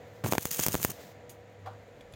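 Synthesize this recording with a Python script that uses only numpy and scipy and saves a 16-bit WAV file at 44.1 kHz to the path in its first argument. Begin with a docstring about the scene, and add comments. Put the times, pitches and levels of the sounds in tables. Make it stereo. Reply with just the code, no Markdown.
"""From the start a transformer hum wavers (a drifting sine), a fan whines with its octave, and a far rumble
and room noise lie beneath (filtered noise). Then a welding arc strikes, sizzling, spitting and cracking for
two thirds of a second: noise bursts and spikes, brighter on the left, with pressure jolts and a flutter of air
thumping the right microphone, and a short workshop echo. As it goes out the hot weld hisses smoothly; later
come a puff with a metallic tick, a small hollow knock of decaying modes in rattling noise, and more ticks."""
import sys
import numpy as np
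from scipy import signal
from scipy.fft import rfft, irfft
from scipy.io import wavfile
from scipy.ndimage import uniform_filter1d

SR = 44100
rng = np.random.default_rng(int(sys.argv[2]) if len(sys.argv) > 2 else 0)


def wav_record(signal):
    """Record a signal, one row per channel, as 16-bit PCM in the file named by sys.argv[1]."""
    frames = np.transpose(np.atleast_2d(signal))
    bounded = np.clip(frames, -1, 1)
    # unit amplitude maps onto the largest positive 16-bit level
    quanta = np.round(bounded * 32767).astype(np.int16)
    wavfile.write(sys.argv[1], SR, quanta)


def how_loud(loudness_db):
    """Turn decibels into a plain amplitude multiplier (0 dB gives 1, 20 dB gives 10)."""
    steps = np.asarray(loudness_db, float) / 20
    return 10 ** steps


N = 94815
t = np.arange(N) / SR

# Spectrum of the room noise. Each row: frequency in Hz, relative level in dB.
ROOM_COLOUR = [(40, -26), (70, -1), (130, -2.5), (250, -8), (400, -9), (470, -2), (750, -6.5), (880, -16),
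               (1000, -17.5), (1200, -19), (2000, -15.5), (2800, -24.5), (4000, -27.5), (5500, -35.5),
               (7000, -30.5), (8500, -44), (16000, -56.5)]
# Level of the room noise. Each row: time in seconds, level in dB.
ROOM_LEVEL = [(0, -47.5), (.23, -50), (.9, -51), (1.0, -45), (1.1, -48.5), (1.4, -51), (1.55, -51),
              (1.8, -50), (2.15, -50)]
# Wavering level of the transformer hum. Each row: time in seconds, rms level in dB.
HUM_LEVEL = [(0.0, -59.5), (0.15, -54), (0.27, -56), (0.62, -67), (0.77, -74), (0.9, -49.5), (0.99, -76),
             (1.17, -57), (1.51, -61), (1.64, -48.5), (1.71, -46.5), (1.86, -63), (2.15, -75)]
# Level of the far rumble. Each row: time in seconds, level in dB.
RUMBLE_LEVEL = [(0, -69.5), (1.6, -83), (1.8, -63.5), (2.1, -61.5), (2.125, -66), (2.14, -44), (2.15, -59)]
# Spectrum of the rumble. Each row: frequency in Hz, relative level in dB.
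RUMBLE_COLOUR = [(25, -44.5), (45, 20.5), (75, 5), (150, 6), (300, -31.5)]
# Level of the arc's sizzle before each microphone's colour. Each row: time in seconds, level in dB.
SIZZLE_LEVEL = [(.238, -87), (.241, -32.5), (.29, -32.5), (.305, -37.5), (.312, -35), (.33, -30),
                (.338, -46), (.342, -38), (.39, -43.5), (.402, -40.5), (.43, -32.5), (.445, -44),
                (.456, -29), (.505, -44.5), (.511, -27), (.56, -31.5), (.585, -30.5), (.592, -29.5),
                (.635, -24.5), (.665, -33.5), (.674, -24.5), (.677, -46), (.685, -33.5), (.72, -33.5),
                (.735, -27.5), (.76, -36.5), (.785, -36), (.825, -36), (.83, -28), (.852, -25),
                (.862, -32.5), (.897, -43.5), (.901, -34), (.906, -28.5), (.911, -37), (.918, -31),
                (.926, -53), (.97, -74.5)]
# Colour of the arc at the left microphone. Each row: frequency in Hz, relative level in dB.
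ARC_LEFT_COLOUR = [(100, -31), (500, -12.5), (1500, -11.5), (3300, -5), (5600, -9), (6700, -3), (8300, -7),
                   (8900, -5), (11800, -4.5), (14000, 0.5), (15200, -5.5), (16200, 1)]
# Colour of the arc at the right microphone. Each row: frequency in Hz, relative level in dB.
ARC_RIGHT_COLOUR = [(100, -19), (500, -20), (2000, -12), (2900, -7), (4200, -12), (5600, -11), (6500, -2.5),
                    (8300, -15.5), (8900, -5.5), (11900, -28), (14700, -3), (16200, -27)]
# Loud cracks of the arc. Each row: time at the left microphone in seconds, reference level in dB,
# lean to the left in dB.
CRACKS = [(.2602, -22, 5), (.3146, -16, 4), (.3193, -18, 3), (.3238, -10, 7), (.3345, -11, 8),
          (.3522, -24, 2), (.3813, -21, 4), (.3823, -13, 5), (.41, -22, 6), (.4549, -9, 2), (.5088, -21, 2),
          (.5139, -10, 6), (.5326, -16, 13), (.5462, -12, 13), (.5615, -16, 11), (.5722, -16, 8),
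          (.5941, -14, 2), (.5995, -9, 2), (.6099, -18, 7), (.6267, -16, 9), (.63, -18, 3), (.6339, -11, 3),
          (.6366, -11, 4), (.6382, -12, 4), (.6475, -16, 7), (.6642, -13, 8), (.6648, -3, 11),
          (.6658, -12, 8), (.6842, -5, 9), (.73, -15, 3), (.7391, -19, 3), (.7439, -10, 6), (.7528, -13, 6),
          (.8296, -8, 12), (.8344, -18, 9), (.8405, -9, 16), (.8474, -15, 12), (.849, -1.5, 15),
          (.8535, -17, 18), (.9006, -21, 4), (.9053, -25, 2), (.9168, -26, 2)]
# Late puffs of the cooling weld. Each row: start in seconds, level in dB, decay in seconds.
PUFFS = [(1.2945, -40.5, 0.019)]
# Level of the low flutter of air. Each row: time in seconds, level in dB.
FLUTTER_LEVEL = [(.238, -65), (.245, -28), (.295, -28.5), (.31, -42), (.35, -31), (.39, -52), (.4, -67),
                 (.5, -63), (.515, -43), (.55, -61), (.58, -54), (.6, -37), (.63, -52), (.69, -37.5),
                 (.72, -42.5), (.77, -38), (.82, -44), (.87, -46), (.9, -35), (.92, -42.5), (.93, -70)]
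# Spectrum of the flutter. Each row: frequency in Hz, relative level in dB.
FLUTTER_COLOUR = [(50, -37.5), (90, 6.5), (250, -3.5), (600, -14.5), (1500, -18.5), (5000, -43.5)]
# Pressure jolts on the right microphone. Each row: start in seconds, level in dB, sign of the push.
RIGHT_JOLTS = [(.2393, -17, -1), (.2417, -18, 1), (.2434, -18, 1), (.2463, -14, -1), (.2625, -14, -1),
               (.2631, -14, 1), (.3239, -7, -1), (.3245, -6.5, 1), (.3343, -8, -1), (.3348, -7.5, 1),
               (.3524, -19, -1), (.3529, -16, 1), (.3536, -19, -1), (.3811, -6, -1), (.3816, -17, 1),
               (.38215, -10, 1), (.3823, -8, -1), (.3826, -8, 1), (.4548, -12, 1), (.594, -10, 1),
               (.603, -24, -1), (.6646, -13, 1), (.6739, -20, -1), (.6839, -10, 1), (.7437, -7, 1),
               (.7525, -7, -1), (.8011, -22, 1), (.8488, -6, 1), (.8554, -24, -1)]
# The one jolt that lands on the left. 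The row: start in seconds, level in dB, sign of the push.
LEFT_JOLT = (.3522, -16, -1)
# Level of the hot weld's smooth hiss. Each row: time in seconds, level in dB.
AFTER_HISS_LEVEL = [(.915, -68), (.93, -51.5), (.97, -54.5), (1.0, -51.5), (1.06, -54.5), (1.12, -57.5),
                    (1.14, -72), (1.25, -81)]
# Spectrum of that hiss. Each row: frequency in Hz, relative level in dB.
AFTER_HISS_COLOUR = [(1000, -24), (3000, -1), (7000, -1), (9500, -10.5), (12500, -5.5), (14500, -0.5),
                     (16000, -3.5)]
# Small metallic ticks. Each row: start in seconds, level in dB, decay in seconds, two ring pitches in Hz.
TICKS = [(1.2945, -57, .012, 4900, 6500), (1.661, -60, 0.012, 2300, 3300), (2.009, -53, 0.006, 2350, 3400),
         (2.1245, -58, 0.004, 7250, 10400), (2.1365, -49, 0.006, 2500, 3450)]
# Spectrum of the ticks' noise. Each row: frequency in Hz, relative level in dB.
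TICK_COLOUR = [(300, -25), (2000, -4), (3500, 0), (5500, -7), (7000, -4), (8500, -14), (11000, -11),
               (16000, -24)]
# Level of the knock's rattling body. Each row: time in seconds, level in dB.
RATTLE_LEVEL = [(1.654, -90), (1.659, -42), (1.674, -41), (1.7, -50), (1.73, -51.5), (1.78, -68.5),
                (1.8, -100)]
# Spectrum of the rattle. Each row: frequency in Hz, relative level in dB.
RATTLE_COLOUR = [(300, -30), (600, -0.5), (800, -0.5), (1100, -2), (1500, -6.5), (2200, -21.5),
                 (4000, -23.5), (9000, -38.5)]
# Blows of the small knock. Each row: start in seconds, level in dB.
KNOCKS = [(1.662, -38), (1.672, -28.5), (1.684, -40)]
# Modes of the knocked object. Each row: frequency in Hz, level against the blow in dB, T60 in seconds.
KNOCK_MODES = [(622, -14.5, 0.13), (773, 0.5, 0.06), (820, -9, 0.047), (1090, -7.5, 0.016),
               (1380, -18, 0.09), (1690, -25, 0.042), (2290, -22.5, 0.047), (3330, -41, 0.074)]

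HUM_HZ, HUM_WOBBLE = 100.7, 0.027  # wobble as a fraction of the pitch
WHINE_HZ, WHINE_WIDTH_HZ = 485, 2.5
WHINE_DB, WHINE_OCTAVE_DB, WHINE_FLICKER_DB = -56.5, -14, 1.2
WHINE_PAN_DB = 8  # left over right; the octave leans the other way
LEFT_LAG_S = 0.00015  # the arc reaches the left microphone later
ARC_RIGHT_DB = -6.5
SHARED = .5  # power share of the arc noise common to both microphones
SPUTTER_DB = 2.5  # quick unevenness of the sizzle
SPITS_PER_S, SPIT_S = 450, .00025
SPIT_DB, SPIT_SPREAD_DB, SPIT_TOP_DB = 4, 6, 16  # against the steady sizzle
CRACK_S, CRACK_TAIL_S = .00002, .0011  # decay of the spike and of its hissing tail
SPIKE_DB, TAIL_DB = 8, -14  # against the crack's reference level
RING_HZ, RING_S, RING_DB = 13900, .00028, -1
RING_FULL_DB = 12  # left lean at which a crack's ring is full
ECHO_T60_S, ECHO_DB, ECHO_GAP_S, ECHO_TOP_HZ = 0.22, -18, 0.0013, 8500
JOLT_RISE_S, JOLT_LEAK_DB = .000045, -27
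MIC_CUT_HZ, MIC_CUT_DAMP = 99, 2.94
AFTER_RIGHT_DB = 1.5  # right over left
KNOCK_PUSH_S = 0.0012  # softness of the blow


def curve(rows):
    """Gain over time from (s, dB) rows."""
    return how_loud(np.interp(t, *np.array(rows, float).T))


def unit(x):
    """Scale to rms 1."""
    return x / np.sqrt(np.mean(x ** 2))


def colour(x, rows):
    """Minimum-phase filter shaped by (Hz, dB) rows; white noise keeps its level."""
    size = 4096
    hz, db = np.array(rows, float).T
    bins_hz = np.arange(size // 2 + 1) * SR / size
    gain_db = np.interp(np.log(bins_hz + 1), np.log(hz), db)
    # folding the cepstrum forward in time makes the filter causal
    cepstrum = irfft(np.log(how_loud(gain_db)))
    cepstrum[1:size // 2] *= 2
    cepstrum[size // 2 + 1:] = 0
    impulse = irfft(np.exp(rfft(cepstrum)))
    return signal.fftconvolve(x, impulse / np.sqrt(np.sum(impulse ** 2)))[:N]


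def fade(times, sizes, decay_s):
    """Jumps at the given times that die away exponentially."""
    x = np.zeros(N)
    np.add.at(x, np.clip((np.asarray(times) * SR).astype(int), 0, N - 1), sizes)
    return signal.lfilter([1], [1, -np.exp(-1 / (decay_s * SR))], x)


def walk(rate):
    """Slow random drift of rms 1, with fresh targets at the given rate in Hz."""
    hold = int(SR / rate)
    steps = np.repeat(rng.standard_normal(N // hold + 1), hold)
    smooth = uniform_filter1d(uniform_filter1d(steps, hold), hold)
    return unit(smooth[:N])


def room():
    """Room noise, alike left and right in the bass because the side signal is high-passed."""
    mid, side = (colour(rng.standard_normal(N), ROOM_COLOUR) for _ in range(2))
    side = signal.lfilter(*signal.butter(2, 296, "high", fs=SR), side)
    return curve(ROOM_LEVEL) * np.array([mid + side, mid - side]) / np.sqrt(2)


def transformer_hum():
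    """One sine whose pitch drifts at random and whose level wavers."""
    pitch_hz = HUM_HZ * (1 + HUM_WOBBLE * walk(8.4))
    return np.sqrt(2) * curve(HUM_LEVEL) * np.sin(2 * np.pi * np.cumsum(pitch_hz) / SR)


def fan_whine():
    """A thin sine and its octave, slightly unsteady in pitch and level, leaning to opposite sides."""
    phase = 2 * np.pi * np.cumsum(WHINE_HZ + WHINE_WIDTH_HZ / 2 * walk(14)) / SR
    pan = how_loud(np.array([[1], [-1]]) * WHINE_PAN_DB / 2)
    tone = pan * np.sin(phase) + how_loud(WHINE_OCTAVE_DB) * np.sin(2 * phase) / pan
    return tone * how_loud(WHINE_DB + WHINE_FLICKER_DB * walk(31.0))


def rumble():
    """Far low noise, the same on both sides."""
    return curve(RUMBLE_LEVEL) * colour(rng.standard_normal(N), RUMBLE_COLOUR)


def sputtering_sizzle():
    """Envelope of the burning arc: an uneven level covered with small random spits."""
    gap, size = rng.exponential(size=(4000, 2)).T
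    when = np.cumsum(gap) / SPITS_PER_S
    spit_db = np.minimum(SPIT_DB + SPIT_SPREAD_DB * (size - 1), SPIT_TOP_DB)
    spits = 1 + fade(when, how_loud(spit_db) * (when < N / SR), SPIT_S)
    return curve(SIZZLE_LEVEL) * unit(spits * how_loud(SPUTTER_DB * walk(150)))


def arc():
    """Partly shared noise under sizzle, crack tails and puffs, plus spikes; left-leaning cracks ring."""
    body = sputtering_sizzle() + sum(fade([s], how_loud(db), decay) for s, db, decay in PUFFS)
    at, db, pan_db = np.array(CRACKS).T
    at = at - LEFT_LAG_S
    sign = np.sign(rng.standard_normal(len(at)))
    lean = np.clip(pan_db / RING_FULL_DB, 0, 1)
    kicks = fade(at, sign * how_loud(db + RING_DB) * lean, CRACK_S)
    pole = np.exp(2j * np.pi * RING_HZ / SR - 1 / (RING_S * SR))
    ring = signal.lfilter([1], [1, -pole], kicks).real
    common = rng.standard_normal(N)
    ears = []
    for rows, lower_db in ((ARC_LEFT_COLOUR, 0 * pan_db), (ARC_RIGHT_COLOUR, pan_db - 6.0)):
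        noise = np.sqrt(SHARED) * common + np.sqrt(1 - SHARED) * rng.standard_normal(N)
        peak = how_loud(db - lower_db)
        tails = fade(at, peak * how_loud(TAIL_DB), CRACK_TAIL_S)
        # a ringing crack has a weaker spike
        spikes = fade(at, sign * peak * how_loud(SPIKE_DB) * (1 - lean / 2), CRACK_S)
        ears.append(colour(noise * (body + tails) + spikes, rows))
    left = np.roll(ears[0] + ring, round(LEFT_LAG_S * SR))
    return np.array([left, how_loud(ARC_RIGHT_DB) * ears[1]])


def workshop_echo(x):
    """Adds a decaying, dulled cloud of random echoes to each channel."""
    age = t[:SR] - ECHO_GAP_S
    tail = rng.standard_normal((2, SR)) * (age > 0) * np.exp(-np.log(1000) * age / ECHO_T60_S)
    tail = signal.lfilter(*signal.butter(1, ECHO_TOP_HZ, fs=SR), tail)
    tail = tail / np.sqrt(np.sum(tail ** 2) / 2)
    return x + how_loud(ECHO_DB) * signal.fftconvolve(x, tail, axes=1)[:, :N]


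def flutter():
    """Rough low noise of air on the microphone, its level trembling at random."""
    return curve(FLUTTER_LEVEL) * how_loud(2.0 * walk(60.53)) * colour(rng.standard_normal(N), FLUTTER_COLOUR)


def pressure_steps(rows):
    """Quick steps of pressure that the microphone's bass cut lets go again."""
    at, db, sign = np.array(rows).T
    pushes = fade(at, how_loud(db) * np.sign(sign), JOLT_RISE_S)
    steps = np.cumsum(pushes) / (JOLT_RISE_S * SR)
    w = 2 * np.pi * MIC_CUT_HZ
    bass_cut = signal.bilinear([1, 0, 0], [1, MIC_CUT_DAMP * w, w * w], SR)
    return signal.lfilter(*bass_cut, steps)


def air_thumps():
    """Jolts and flutter strike the right microphone and leak faintly left, where one jolt lands too."""
    right = pressure_steps(RIGHT_JOLTS) + flutter()
    left = pressure_steps([LEFT_JOLT]) + how_loud(JOLT_LEAK_DB) * right
    return np.array([left, right])


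def after_hiss():
    """Smooth uneven hiss of the hot weld, unrelated left and right."""
    hiss = [colour(rng.standard_normal(N), AFTER_HISS_COLOUR) * how_loud(1.7 * walk(46)) for _ in range(2)]
    return curve(AFTER_HISS_LEVEL) * np.array(hiss) * how_loud(np.array([[-1], [1]]) * AFTER_RIGHT_DB / 2)


def ticks():
    """Short noisy ticks on metal, each with two brief rings."""
    out = np.zeros((2, N))
    for s, db, decay, *ring_hz in TICKS:
        shape = fade([s], how_loud(db), decay)
        out += [colour(shape * rng.standard_normal(N), TICK_COLOUR) for _ in range(2)]
        for hz in ring_hz:
            out += shape * np.sin(2 * np.pi * (hz * t + rng.random()))
    return out


def rattle():
    """Dense noise that fills the knock, unrelated left and right."""
    return np.array([colour(curve(RATTLE_LEVEL) * rng.standard_normal(N), RATTLE_COLOUR) for _ in range(2)])


def knock():
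    """Soft blows ring the modes of a small hollow object, with other strengths left and right."""
    out = np.zeros((2, N))
    for s, db in KNOCKS:
        age = np.clip(t - s, 0, None)
        push = 1 - np.exp(-age / KNOCK_PUSH_S)
        for hz, mode_db, t60 in KNOCK_MODES:
            ring = push * np.exp(-np.log(1000) * age / t60) * np.sin(2 * np.pi * hz * age)
            out += how_loud(db + mode_db + 1.5 * rng.standard_normal((2, 1))) * ring
    return out


def scene():
    """All sources at the two microphones; arc, knock, rattle and ticks also echo in the workshop."""
    echoing = workshop_echo(arc() + knock() + rattle() + ticks())
    weld = echoing + after_hiss() + air_thumps()
    machines = transformer_hum() + fan_whine() + rumble()
    return weld + machines + room()


def band_limit(x):
    """A steep low-pass at the top of the band."""
    return signal.sosfilt(signal.butter(12, 17000, fs=SR, output="sos"), x)


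def record(dry):
    """Cuts the extreme top steeply and the deep bass gently."""
    top_cut = signal.ellip(8, .2, 70, 16100, fs=SR, output="sos")
    bass_cut = signal.butter(2, 66.4, "high", fs=SR, output="sos")
    mix = signal.sosfilt(np.vstack([top_cut, bass_cut]), dry)
    return band_limit(mix)


dry = scene()
out = record(dry)
wav_record(out)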